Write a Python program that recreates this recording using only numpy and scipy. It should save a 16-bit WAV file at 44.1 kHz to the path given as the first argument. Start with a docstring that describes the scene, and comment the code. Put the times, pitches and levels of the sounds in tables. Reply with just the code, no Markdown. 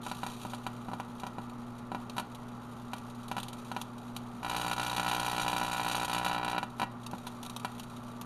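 """A burning microwave oven, heard in a small kitchen, over its transformer hum and fan all the way through.
First a faint glow discharge fries once per mains cycle, with small spits and single sparks that knock on the cavity.
After 4.4 s an arc strikes on every cycle and buzzes for two seconds; its sizzle sputters before it goes out.
Then come more sparks and spits. Pulses ring the cavity, noisy snaps also bounce between its metal walls;
hum and fan tones are sines, the fan's air is filtered noise."""
import sys
import numpy as np
from scipy import signal
from scipy.fft import rfft, irfft
from scipy.io import wavfile
from scipy.ndimage import uniform_filter1d

SR = 44100
rng = np.random.default_rng(int(sys.argv[2]) if len(sys.argv) > 2 else 0)


def unload_audio(sound):
    """Save the sound as a 16-bit wav file, at the path given as the first command line argument."""
    columns = np.transpose(np.atleast_2d(sound))
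    # keep every value between -1 and 1, then stretch to whole-number steps
    steps = np.round(np.clip(columns, -1, 1) * 32767)
    wavfile.write(sys.argv[1], SR, steps.astype(np.int16))


N = 363825

TIME = np.arange(N) / SR  # s
MAINS_HZ, FIRST_FIRING_S = 60.0, .0139
ARC_START_S, ARC_END_S = 4.42, 6.59


def from_db(db):
    """Decibels to gain."""
    return 10 ** (np.asarray(db) / 20)


def rms_one(x):
    """Scale to an rms of one."""
    return x / np.sqrt(np.mean(x ** 2) + 1e-20)


def drift(rate):
    """Slow random curve with an rms of one, from `rate` random points per second joined by lines."""
    knots = rng.standard_normal(1000)
    return rms_one(np.interp(TIME * rate, np.arange(len(knots)), knots))


def noise(spectrum, size=N):
    """Steady noise of a given colour, rms one."""
    hz, db = np.transpose(spectrum)
    bins = np.maximum(np.arange(size // 2 + 1) * SR / size, 1)
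    gain = from_db(np.interp(np.log(bins), np.log(hz), db))
    return rms_one(irfft(rfft(rng.standard_normal(size)) * gain, size))


def resonance(x, hz, width):
    """Two-pole resonance with a gain of one on top."""
    r = np.exp(-np.pi * width / SR)
    feedback = [1, -2 * r * np.cos(2 * np.pi * hz / SR), r * r]
    return signal.lfilter(np.array([1, 0, -1]) * (1 - r * r) / 2, feedback, x)


def low_pass(x, hz):
    """Gentle loss of treble."""
    return signal.sosfilt(signal.butter(1, min(hz, SR / 2 - 1), fs=SR, output="sos"), x)


def convolve(x, response):
    """Play x through a response."""
    return signal.fftconvolve(x, response)[:N]


def firings(jitter_s, wander_s=.00016):
    """One breakdown per mains cycle; its moment wanders as the panel burns and is a little early or late."""
    times = np.arange(FIRST_FIRING_S, N / SR, 1 / MAINS_HZ)
    wander = wander_s * np.interp(times, TIME, drift(12))
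    return times + wander + jitter_s * rng.standard_normal(len(times))


def clicks(times, db, length_ms):
    """Pressure pulses, equally strong near 900 Hz: short ones crack, long ones thud."""
    out = np.zeros(N + SR)
    t = TIME[:SR // 100]
    for s, gain, tau in zip(times, from_db(db), np.clip(length_ms, .02, .6) / 1000):
        shape = t * np.exp(-t / tau)
        evened = gain * (1 + (2 * np.pi * 900 * tau) ** 2)
        at = round(s * SR)
        out[at:at + len(t)] += evened * shape / shape.sum()
    return out[:N]


def crackle(times, db, burn_s, count=12):
    """Each discharge is a quick run of tiny snaps that thins out; db is the strength of the whole run."""
    delay = rng.exponential(1, (len(times), count))
    snap = rng.standard_normal((len(times), count))
    delay = burn_s * (delay - delay.min(axis=1, keepdims=True))  # the first snap comes at once
    snap = from_db(db)[:, None] * snap / np.linalg.norm(snap, axis=1, keepdims=True)
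    out = np.zeros(N + SR)
    np.add.at(out, np.round((times[:, None] + delay) * SR).astype(int), snap)
    return out[:N]


def arc(knock_scatter_db=2.0, sizzle_scatter_db=2.5, surge_db=0.5, surges_per_s=9, misfire_db=-14,
        pulse_ms=0.078, pulse_scatter=0.19, burn_s=.002):
    """A spark on every cycle makes the buzz; it surges a little, and sparks vary in strength and sharpness."""
    # cycles on which the arc hardly strikes: (time [s])
    misfires = [4.747, 6.064]
    knock_db, sizzle_db, growth_db_per_s = -25, -36.5, 0.74
    heat_up_s, cold_loss_db = 0.13, 6
    sputter_s, sputter_loss_db, sputter_scatter_db = 0.58, 8, 6.5

    times = firings(jitter_s=.00011)
    times = times[(times > ARC_START_S) & (times < ARC_END_S)]
    cold = np.clip(1 - (times - ARC_START_S) / heat_up_s, 0, 1)
    dying = np.clip(1 - (ARC_END_S - times) / sputter_s, 0, 1)
    missed = np.abs(times[:, None] - misfires).min(axis=1) < .5 / MAINS_HZ

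    growth = growth_db_per_s * (times - ARC_START_S)
    surge = surge_db * np.interp(times, TIME, drift(surges_per_s))
    power = growth + surge + misfire_db * missed
    strength, sharpness = rng.standard_normal((len(times), 2)).T
    body = knock_db + power + knock_scatter_db * strength
    # the sizzle builds up as the arc heats, holds, and sputters away at the end
    fry = sizzle_db + power - cold_loss_db * cold - sputter_loss_db * dying
    fry = fry + (sizzle_scatter_db + sputter_scatter_db * dying) * sharpness
    length_ms = pulse_ms * np.exp(-pulse_scatter * sharpness)
    return clicks(times, body, length_ms), crackle(times, fry, burn_s)


def sparks(knock_db=0.5, sizzle_db=1.5, knock_lag_s=.0007, burn_s=.002):
    """Lone sparks: a crackle and, just behind its first snap, a pulse; those that hardly sizzle thud."""
    # sparks that knock, before and after the arc: (time [s], knock level [dB], sizzle level [dB])
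    knocking = [(0.064, -27.5, -42.5), (0.114, -26.5, -42), (0.232, -24, -43.5), (0.264, -29.5, -39),
                (0.45, -29, -54), (0.534, -28, -45), (0.665, -25, -42), (0.884, -30.5, -58.5),
                (0.915, -32, -57), (0.933, -26.5, -50), (0.999, -26, -45.5), (1.234, -26, -50.5),
                (1.266, -31, -44), (1.383, -28, -54.5), (1.917, -26, -54), (1.947, -24, -49),
                (2.166, -32, -43), (2.181, -23, -36.5), (2.197, -28.5, -38), (2.933, -26, -41.5),
                (3.314, -24.5, -40.5), (3.366, -25, -44), (3.381, -25.5, -39.5), (3.715, -26.5, -44.5),
                (3.764, -24, -43.5), (6.629, -23, -43.5), (6.797, -22.5, -40), (6.816, -19.5, -41),
                (6.83, -20.5, -44), (7.133, -27.5, -56.5), (7.268, -34, -38.5), (7.647, -23, -38.5)]
    # a spark that sizzles more cracks more sharply: the pulse halves for each halving_db of sizzle
    usual_pulse_ms, usual_sizzle_db, halving_db = 0.097, -42, 9
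    times, body_db, fry_db = np.transpose(knocking)
    length_ms = usual_pulse_ms * 2 ** ((usual_sizzle_db - fry_db) / halving_db)
    pulses = clicks(times + knock_lag_s, body_db + knock_db, length_ms)
    return pulses, crackle(times, fry_db + sizzle_db, burn_s)


def spits(level_db=-6.5, burn_s=.0006):
    """Sparks too small to knock: very short runs of a few snaps."""
    # the loudest of the sparks that only spit: (time [s], level [dB])
    spitting = [(0.0976, -37), (0.5464, -35.5), (1.1976, -37), (1.497, -43.5), (2.0966, -35),
                (2.9816, -39.5), (3.2814, -35), (3.3998, -31.5), (3.4308, -30), (3.483, -36),
                (3.5306, -36.5), (3.8142, -27.5), (4.1639, -28.5), (7.0635, -31.5), (7.1118, -39),
                (7.1811, -40.5), (7.2784, -38), (7.4295, -34), (7.4475, -36), (7.4627, -32.5),
                (7.4962, -32.5), (7.5632, -28.5), (7.5966, -37.5), (7.7966, -32), (8.2124, -30.5)]
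    times, db = np.transpose(spitting)
    return crackle(times, db + level_db, burn_s, count=5)


def glow(level_db=9.5, scatter_db=2.5, burn_s=.004):
    """A faint discharge fries in each cycle while the magnetron is on, and now and then spits by chance."""
    # level of the glow before the arc: (time [s], level [dB])
    glow_before = [(0.0, -57), (0.44, -56), (0.6, -63), (1.4, -67.5), (2.67, -67), (2.83, -65),
                   (3.3, -63.5), (3.42, -63), (3.7, -60.5), (3.9, -65), (4.1, -65), (4.4, -64.5)]
    # level of the glow after the arc: (time [s], level [dB])
    glow_after = [(6.65, -65), (6.854, -71), (7.086, -69.5), (7.246, -64), (7.62, -63), (8.25, -66)]
    # share of the cycles that spit, up to the end of the arc and after it
    chance_before, chance_after, spit_rise_db = .025, .2, 7.5

    times = firings(jitter_s=0.00025)
    curve_s, curve_db = np.vstack([glow_before, glow_after]).T
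    db = np.interp(times, curve_s, curve_db)
    chance = np.where(times < ARC_END_S, chance_before, chance_after)
    spitting = rng.random(len(times)) < chance
    db = db + level_db + spit_rise_db * spitting + scatter_db * rng.standard_normal(len(times))
    return crackle(times, db, burn_s, count=40)


def knock(x, echo_s=.00413, echo_share=0.32, panel_lag_s=.00052):
    """The air in the cavity rings at once, the panels a little later; a wall sends one echo."""
    # ringing modes of the cavity: (frequency [Hz], width [Hz], level [dB])
    cavity = [(107, 37, -26), (192, 31.6, -4.5), (301.2, 31, -9.5), (385, 58, -13), (619, 30, -5),
              (808, 59.4, 2.5), (944.3, 39, -2), (980, 32, -2.5), (983, 24, -10.5), (1322.3, 36.4, 3),
              (1379, 13, -3.5), (1440, 20, -3.5), (1700, 80, -7.5), (1910, 15, -6.5), (2360, 32, -4),
              (2466, 93, -7.5), (2710, 19, -2), (2953, 106, -2.5), (3206, 28, -1), (3530, 17, -2),
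              (3890, 98, 1.5), (4200, 19, -8.5), (4600, 53, -5)]
    panel_hz = 1600  # modes from here up belong to the sheet-metal panels
    t = TIME[:SR // 5]
    ring = 0
    for hz, width, db in cavity:
        mode = from_db(db) * resonance(signal.unit_impulse(len(t)), hz, width)
        if hz >= panel_hz:
            mode = np.interp(t - panel_lag_s, t, mode, left=0)
        ring = ring + mode
    ring = ring + echo_share * np.interp(t - echo_s, t, ring, left=0)
    # scaled to a peak of one between 600 and 1600 Hz
    band = signal.sosfilt(signal.butter(2, [600, 1600], "band", fs=SR, output="sos"), ring)
    return convolve(x, ring / np.abs(band).max())


def sizzle(snaps, fade_s=0.0065, count=4):
    """Snaps bounce densely between the metal walls, each along one of several paths, and turn into a sizzle."""
    # colour of the sizzle: (frequency [Hz], relative density [dB per Hz])
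    sizzle_colour = [(300, -7), (1000, 9), (1450, 3.5), (1650, -6), (2100, -9), (2350, 5), (3300, 5.5),
                     (4000, 6), (5200, -3), (6600, 0.5), (9500, 0), (12000, -3.5), (13500, -6.5),
                     (15000, -52)]
    t = TIME[:SR // 10]
    path = rng.integers(0, count, N)
    out = 0
    for k in range(count):
        bounces = noise(sizzle_colour, size=len(t)) * np.exp(-t / fade_s)
        out = out + convolve(snaps * (path == k), bounces)
    return out


def kitchen(x, t60=0.28, wall_hz=3500, first_echo_s=0.0096, wet_db=-12):
    """Dense, dull reflections of a small room; t60 in seconds."""
    t = TIME[:SR // 2]
    tail = rng.standard_normal(len(t)) * from_db(-60 * t / t60) * (t > first_echo_s)
    return x + from_db(wet_db) * convolve(x, low_pass(tail / np.linalg.norm(tail), wall_hz))


def machine(hum_waver_db=0.96, fan_waver_db=3, fan_wander=0.97, air_db=-48.5):
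    """Transformer lines locked to the mains, the fan's unsteady tones (wander in radians) and its rush of air."""
    # transformer hum: (multiple of the mains, level [dB rms], change while the arc burns [dB])
    hum = [(1, -65.5, 11.5), (2, -51.5, 2.5), (3, -67.5, 8), (4, -47, -14), (5, -82, 23), (6, -62, 1.5),
           (7, -68, 2), (10, -66, -9), (14, -63, 3.5)]
    # fan tones: (frequency [Hz], level [dB rms])
    fan_tones = [(28.8, -70), (145, -96), (203, -88), (289, -73.5), (452, -86), (1168, -63.5)]
    # colour of the fan's air: (frequency [Hz], relative density [dB per Hz])
    fan_air = [(20, 3.5), (60, -12), (110, 2), (180, 4), (250, 6), (330, -7.5), (430, -2.5), (540, -5.5),
               (850, -1), (1100, -2), (1330, -0.5), (1600, -14), (4000, -28), (13000, -46)]
    out = from_db(air_db) * noise(fan_air)
    burning = (TIME > ARC_START_S) & (TIME < ARC_END_S)
    arcing = uniform_filter1d(1.0 * burning, size=1500)  # softened over 34 ms
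    for multiple, db, arc_change_db in hum:
        phase = 2 * np.pi * round(multiple) * MAINS_HZ * (TIME - FIRST_FIRING_S)
        level = db + arc_change_db * arcing + hum_waver_db * drift(5)
        out = out + np.sqrt(2) * from_db(level) * np.sin(phase)
    for hz, db in fan_tones:
        phase = 2 * np.pi * hz * TIME + fan_wander * drift(6)
        out = out + np.sqrt(2) * from_db(db + fan_waver_db * drift(4)) * np.sin(phase)
    return out


def scene(snap_ring_db=-7.0):
    """Pulses and snaps sound through the oven into the room, over the running machine."""
    arc_pulses, arc_snaps = arc()
    spark_pulses, spark_snaps = sparks()
    snaps = arc_snaps + spark_snaps + spits() + glow()
    bright = snaps - low_pass(snaps, 3100)  # tiny snaps mainly ring the high modes
    struck = arc_pulses + spark_pulses + from_db(snap_ring_db) * bright
    oven = knock(struck) + sizzle(snaps)
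    return (kitchen(oven) + machine())[None]


def record(dry, notch_hz=7900, notch_q=11, cutoff_hz=14900):
    """The microphone has a narrow dip in the treble; the top is cut."""
    notched = signal.lfilter(*signal.iirnotch(notch_hz, notch_q, fs=SR), dry)
    coloured = .15 * dry + .85 * notched  # the dip is not complete
    return signal.sosfilt(signal.ellip(10, .2, 80, cutoff_hz, fs=SR, output="sos"), coloured)


dry = scene()
out = record(dry)
unload_audio(out)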